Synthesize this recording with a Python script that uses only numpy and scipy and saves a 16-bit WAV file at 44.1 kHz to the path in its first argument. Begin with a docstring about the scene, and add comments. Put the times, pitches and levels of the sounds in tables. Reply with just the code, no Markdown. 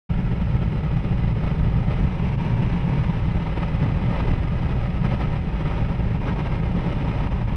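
"""Inside a car at steady speed on a country road, microphone hand-held at a side window.
From the start the road rumbles through the body, the wheels drone and beat slowly, and turbulent air
tears along the window: a fluttering, hollow rush with a hiss on top. From 1.3 s gusts and a few bumps
come through. At 2-3 s the microphone leans away and the rush changes colour. A thin driveline hum
peaks near 4 s; the sharpest gusts follow at 5-6.6 s, while the wheel drone slowly eases."""
import sys
import numpy as np
from scipy import signal
from scipy.fft import rfft, irfft
from scipy.io import wavfile
from scipy.ndimage import uniform_filter1d

SR = 44100
rng = np.random.default_rng(int(sys.argv[2]) if len(sys.argv) > 2 else 0)


def master_out(mix):
    """Clip the mix to full scale and print it as 16-bit PCM to the path in sys.argv[1]."""
    frames = np.transpose(np.atleast_2d(mix))
    ceiling = np.clip(frames, -1, 1)
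    pcm = np.round(ceiling * 32767).astype(np.int16)
    wavfile.write(sys.argv[1], SR, pcm)


N = 333396
TIME = np.arange(N) / SR
BINS = np.fft.rfftfreq(N, 1 / SR)

# driveline hum under changing load: t/s, level/dB
DRIVELINE_LEVEL = [(0.12, -59), (1.8, -45), (2.5, -49), (4.2, -39.5), (5.1, -51), (7.54, -43.5)]
# tones of the wheels: multiple of the turning rate, relative level/dB, waver/0-1
WHEEL_ORDERS = [(4, -4, 0.5), (8, 0.5, 0.32), (9, -4, 0.4)]

# roughness of the road: t/s, rumble/dB, cabin boom/dB
ROAD_ROUGHNESS = [(0.12, -25, -26), (1.2, -26, -25.5), (1.8, -24, -26), (2.3, -25.5, -25.5),
                  (2.95, -25.5, -24), (3.5, -27, -29), (3.85, -24.5, -24.5), (4.4, -24, -29),
                  (5.1, -25, -27.5), (5.6, -25.5, -27.5), (6.75, -26, -26.5), (7.54, -23.8, -29)]
# bumps in the road: t/s, length/s, rumble lift/dB, boom lift/dB
ROAD_BUMPS = [(1.62, 0.1, 4, 2), (2.03, 0.094, 6, 2), (2.943, 0.097, 1.5, 2.5), (3.35, 0.17, 3.5, 1),
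              (3.86, .08, 0, 4), (4.317, .08, 7, 1), (5.048, .12, -1.5, 5), (6.77, .05, -1, 4)]
# spectra of body rumble and cabin boom: f/Hz, relative level/dB
RUMBLE_SPECTRUM = [(4, -34.5), (10, -14), (20, -1.5), (33, -0.5), (55, 1), (75, -2.5), (100, -6),
                   (130, -11), (250, -31.5), (600, -73)]
BOOM_SPECTRUM = [(80, -22), (115, -5.5), (140, 0.5), (172, 0.5), (195, -4.5), (215, -9), (250, -17.5),
                 (330, -22.5), (450, -22.5), (800, -46.5), (2000, -78)]
# standing waves of the cabin air: f/Hz, width/Hz, lift/dB
CABIN_MODES = [(151, 8.9, 0.5), (170.2, 5.1, 2.5)]

# microphone position: t/s, lean away from its usual place/0-1
MIC_LEAN = [(0.12, 0.46), (1.0, 0), (1.95, 0.02), (2.25, 0.9), (2.8, 1), (3.15, 0.4), (3.5, 0.2),
            (4.3, 0.1), (5.0, 0.2), (5.8, 0.3), (6.3, 0.64), (7.0, 0.1), (7.54, 0.76)]
# steady airstream at the window: t/s, rush/dB, hiss/dB
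AIRSTREAM = [(0.12, -40.5, -46), (1.2, -38.5, -45.0), (1.9, -38, -45), (2.4, -36, -42.5),
             (3.3, -37.5, -43.5), (4.1, -36.5, -44), (5.45, -38.5, -45), (6.2, -37, -45.5),
             (6.8, -36.5, -43.5), (7.54, -36.5, -45)]
# gusts, negative where the flow falls slack: t/s, length/s, lift/dB
WINDOW_GUSTS = [(1.34, .04, -3), (1.49, 0.094, 2.4), (1.94, 0.11, 3), (2.368, 0.019, -11),
                (2.45, 0.044, 2.5), (2.71, 0.055, 2.5), (2.98, 0.095, 2.2), (3.044, .012, 6.5),
                (3.6, 0.11, 3), (3.842, .09, 3.5), (4.167, 0.16, 5), (4.3, 0.049, 3), (4.7, .05, 3.5),
                (4.83, 0.085, 2.5), (4.89, 0.024, -5), (5.053, 0.029, 6.5), (5.124, 0.081, 5.3),
                (5.211, 0.034, 7.5), (5.323, 0.14, 3), (5.43, .1, -2.5), (5.726, .3, 4), (6.196, .02, -5),
                (6.293, 0.095, 6), (6.398, 0.032, 5), (6.468, .04, 5), (6.556, 0.044, 4.2),
                (6.612, 0.032, -4.5), (6.864, 0.13, 2.5), (7.15, 0.28, 2.5), (7.299, 0.015, -8),
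                (7.453, 0.028, -7)]
# spectra of the airstream: f/Hz, relative level/dB
RUSH_SPECTRUM = [(100, -13), (280, 6), (440, 1.5), (495, -2.5), (560, 2), (690, -5), (800, -0.5),
                 (960, -3.5), (1060, -8), (1170, -7.5), (1450, -16.5), (2200, -18), (4000, -39.5),
                 (7000, -70.5)]
HISS_SPECTRUM = [(600, -12.5), (1500, -2), (2100, 0), (2500, -0.5), (2630, -3.5), (2800, -3), (3300, -9),
                 (4000, -14), (4550, -20.5), (5450, -24.5), (6050, -26), (6500, -36), (7200, -36.5),
                 (8800, -31.5), (10000, -34)]
# cabin and window resonances (negative: nulls): f/Hz, width/Hz, lift in usual place/dB, lift leaning/dB
RUSH_RESONANCES = [(451, 26, 4, 1), (484, 32, -0.5, -2.5), (564, 93, 4, 1), (757, 100, 4, 1),
                   (940, 86, 5.5, 7.5), (1100, 72, 2, 5), (1160, 35, -3.5, 0), (1225, 33, 3.5, -2)]
HISS_RESONANCES = [(1602, 58, 2.5, 5), (1710, 90, -0.5, 2.5), (1838, 33, 6, -3.5), (2024, 50, 5.5, 1),
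                   (2200, 60, 0.5, 3), (2340, 90, -3, 1), (2470, 87, 2.5, 0), (2740, 110, -0.5, 4),
                   (3025, 80, 3, -0.5), (3430, 120, 2, 0.5), (3984, 83, 4, 0.5), (5030, 350, 8.5, 6.5),
                   (5840, 300, 2.5, 5.5)]
# hollow note of the window gap: t/s, f/Hz
GAP_NOTE = [(0.12, 1345), (1.3, 1266), (2.6, 1280), (4.1, 1243), (5.5, 1273), (7.54, 1264)]


def amp(db):
    """Decibels to gain."""
    return 10 ** (np.asarray(db) / 20)


def unit(x):
    """Scales to rms 1."""
    return x / np.sqrt(np.mean(x ** 2) + 1e-20)


def follow(rows):
    """The columns of a curve table at every sample."""
    times, *columns = np.transpose(rows)
    return [np.interp(TIME, times, column) for column in columns]


def bell(t, length):
    """A smooth rise and fall around the time t."""
    return np.exp(-(2 * (TIME - t) / length) ** 2)


def wander(slow_hz, fast_hz):
    """Random motion of rms 1, its energy between two rates."""
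    shape = BINS / np.hypot(BINS, slow_hz) / np.sqrt(1 + (BINS / fast_hz) ** 4)
    return unit(irfft(rfft(rng.standard_normal(N)) * shape, N))


def colour(x, spectrum, modes=()):
    """Passes x through a smooth spectrum with resonant humps; rms 1."""
    hz, db = np.transpose(spectrum)
    shape_db = np.interp(np.log(BINS + 1), np.log(hz + 1), db)
    for centre, width, lift in modes:
        shape_db += lift / (1 + (2 * (BINS - centre) / width) ** 2)
    return unit(irfft(rfft(x) * amp(shape_db), N))


def steady(x, samples):
    """Evens out the slow swells of a noise."""
    return x / np.sqrt(uniform_filter1d(x ** 2, samples) + 1e-9)


def resonate(x, hz, width_hz):
    """A resonance that follows the curve hz."""
    carrier = np.exp(2j * np.pi * np.cumsum(hz) / SR)
    pole = np.exp(-np.pi * width_hz / SR)
    return (carrier * signal.lfilter([1 - pole], [1, -pole], x / carrier)).real


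def hum(cycles, waver):
    """A tone that sways in level and phase."""
    sway = 1 + waver * (wander(0.2, 3) + 1j * wander(0.33, 1.4))
    return unit((sway * np.exp(2j * np.pi * (cycles + rng.random()))).real)


def eddies(flutter, depth_db):
    """White noise that surges with the turbulence."""
    return unit(rng.standard_normal(N) * amp(depth_db * flutter))


def driveline(hz=257):
    """Far back, a thin hum above the wheel drone swells and fades with the load."""
    hum_db, = follow(DRIVELINE_LEVEL)
    return amp(hum_db) * hum(hz * TIME, waver=0.27)


def wheels(turn_hz=14.17, slip=0.0038, beat_hz=1.44, fade_db_per_s=0.56):
    """Uneven tyres hum on multiples of their turning rate; their rates differ slightly, so they beat."""
    beat = abs(1 + 0.4 * np.exp(2j * np.pi * beat_hz * (TIME - 0.45)))
    turns = np.cumsum(turn_hz * (1 + slip * wander(0.16, 1.9))) / SR
    drone = sum(amp(db) * hum(multiple * turns, waver) for multiple, db, waver in WHEEL_ORDERS)
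    return amp(-29.5 - fade_db_per_s * TIME) * beat * drone


def road(flutter, heave_db=0.75):
    """Rough asphalt and bumps shake the body; the cabin air booms, stirred also by the wind."""
    rumble_db, boom_db = follow(ROAD_ROUGHNESS)
    for t, length, rumble_lift, boom_lift in ROAD_BUMPS:
        rumble_db += rumble_lift * bell(t, length)
        boom_db += boom_lift * bell(t, length)
    rumble_db += heave_db * wander(1.5, 7.6)  # the body heaves on its springs
    boom_db += heave_db * wander(1.5, 8)
    rumble = steady(colour(rng.standard_normal(N), RUMBLE_SPECTRUM), samples=7000)
    boom = steady(colour(eddies(flutter, depth_db=2.5), BOOM_SPECTRUM, CABIN_MODES), samples=6000)
    return amp(rumble_db - 0.18) * rumble + amp(boom_db + 0.31) * boom


def reflections(x, echo_db=-19, drift_s=0.00011, count=8):
    """Nearby glass and trim return faint echoes, whose delays drift with the swaying hand."""
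    heard = x.copy()
    for delay_s in rng.uniform(0.003, 0.014, count):
        late_s = delay_s + drift_s * wander(0.08, 0.4)
        heard += rng.choice([-1, 1]) * amp(echo_db) * np.interp(TIME - late_s, TIME, x)
    return heard / np.sqrt(1 + count * amp(echo_db) ** 2)


def cabin(x, spectrum, modes, lean):
    """The cabin's resonances gain or lose strength as the microphone moves through them."""
    usual = colour(x, spectrum, [(hz, width, db) for hz, width, db, _ in modes])
    leaning = colour(x, spectrum, [(hz, width, db) for hz, width, _, db in modes])
    return (1 - lean) * usual + lean * leaning


def turbulence():
    """Flow along the window: large eddies with fast, small ones riding on them."""
    return unit(wander(5.4, 29) + 0.76 * wander(30, 210))


def window_gap(flutter, gust_db, lean, drift_hz=11, width_hz=150):
    """The gap's hollow note grows with the gusts and fades as the microphone leans away."""
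    hz = follow(GAP_NOTE)[0] + drift_hz * wander(0.3, 1.5)
    note = eddies(flutter, depth_db=2.0)
    for _ in range(2):
        note = resonate(note, hz, width_hz)
    return amp(-48.5 + 1.1 * gust_db - 7.5 * lean ** 2) * unit(note)


def wind(flutter):
    """Close to the microphone, one gusting flow drives the hollow rush, the hiss and the gap's note."""
    rush_db, hiss_db = follow(AIRSTREAM)
    lean, = follow(MIC_LEAN)
    gust_db = sum(db * bell(t, length) for t, length, db in WINDOW_GUSTS)
    note = window_gap(flutter, gust_db, lean)
    rush = cabin(eddies(flutter, depth_db=1.8), RUSH_SPECTRUM, RUSH_RESONANCES, lean)
    hiss = cabin(reflections(eddies(flutter, depth_db=1.61)), HISS_SPECTRUM, HISS_RESONANCES, lean)
    return amp(rush_db + gust_db + 0.84) * rush + amp(hiss_db + 0.91 * gust_db + 0.37) * hiss + note


def scene():
    """Road, wind, wheels and driveline at one microphone by the side window."""
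    flutter = turbulence()
    return (road(flutter) + wind(flutter) + wheels() + driveline())[None]


def record(dry):
    """The microphone opens just after the start and takes in sound up to about 10 kHz."""
    fade_in = np.clip((TIME - 0.091) / 0.012, 0, 1)
    lowpass = signal.firwin(511, 10100, window=("kaiser", 9), fs=SR)
    return signal.oaconvolve(dry * fade_in, lowpass[None], "same")


dry = scene()
out = record(dry)
master_out(out)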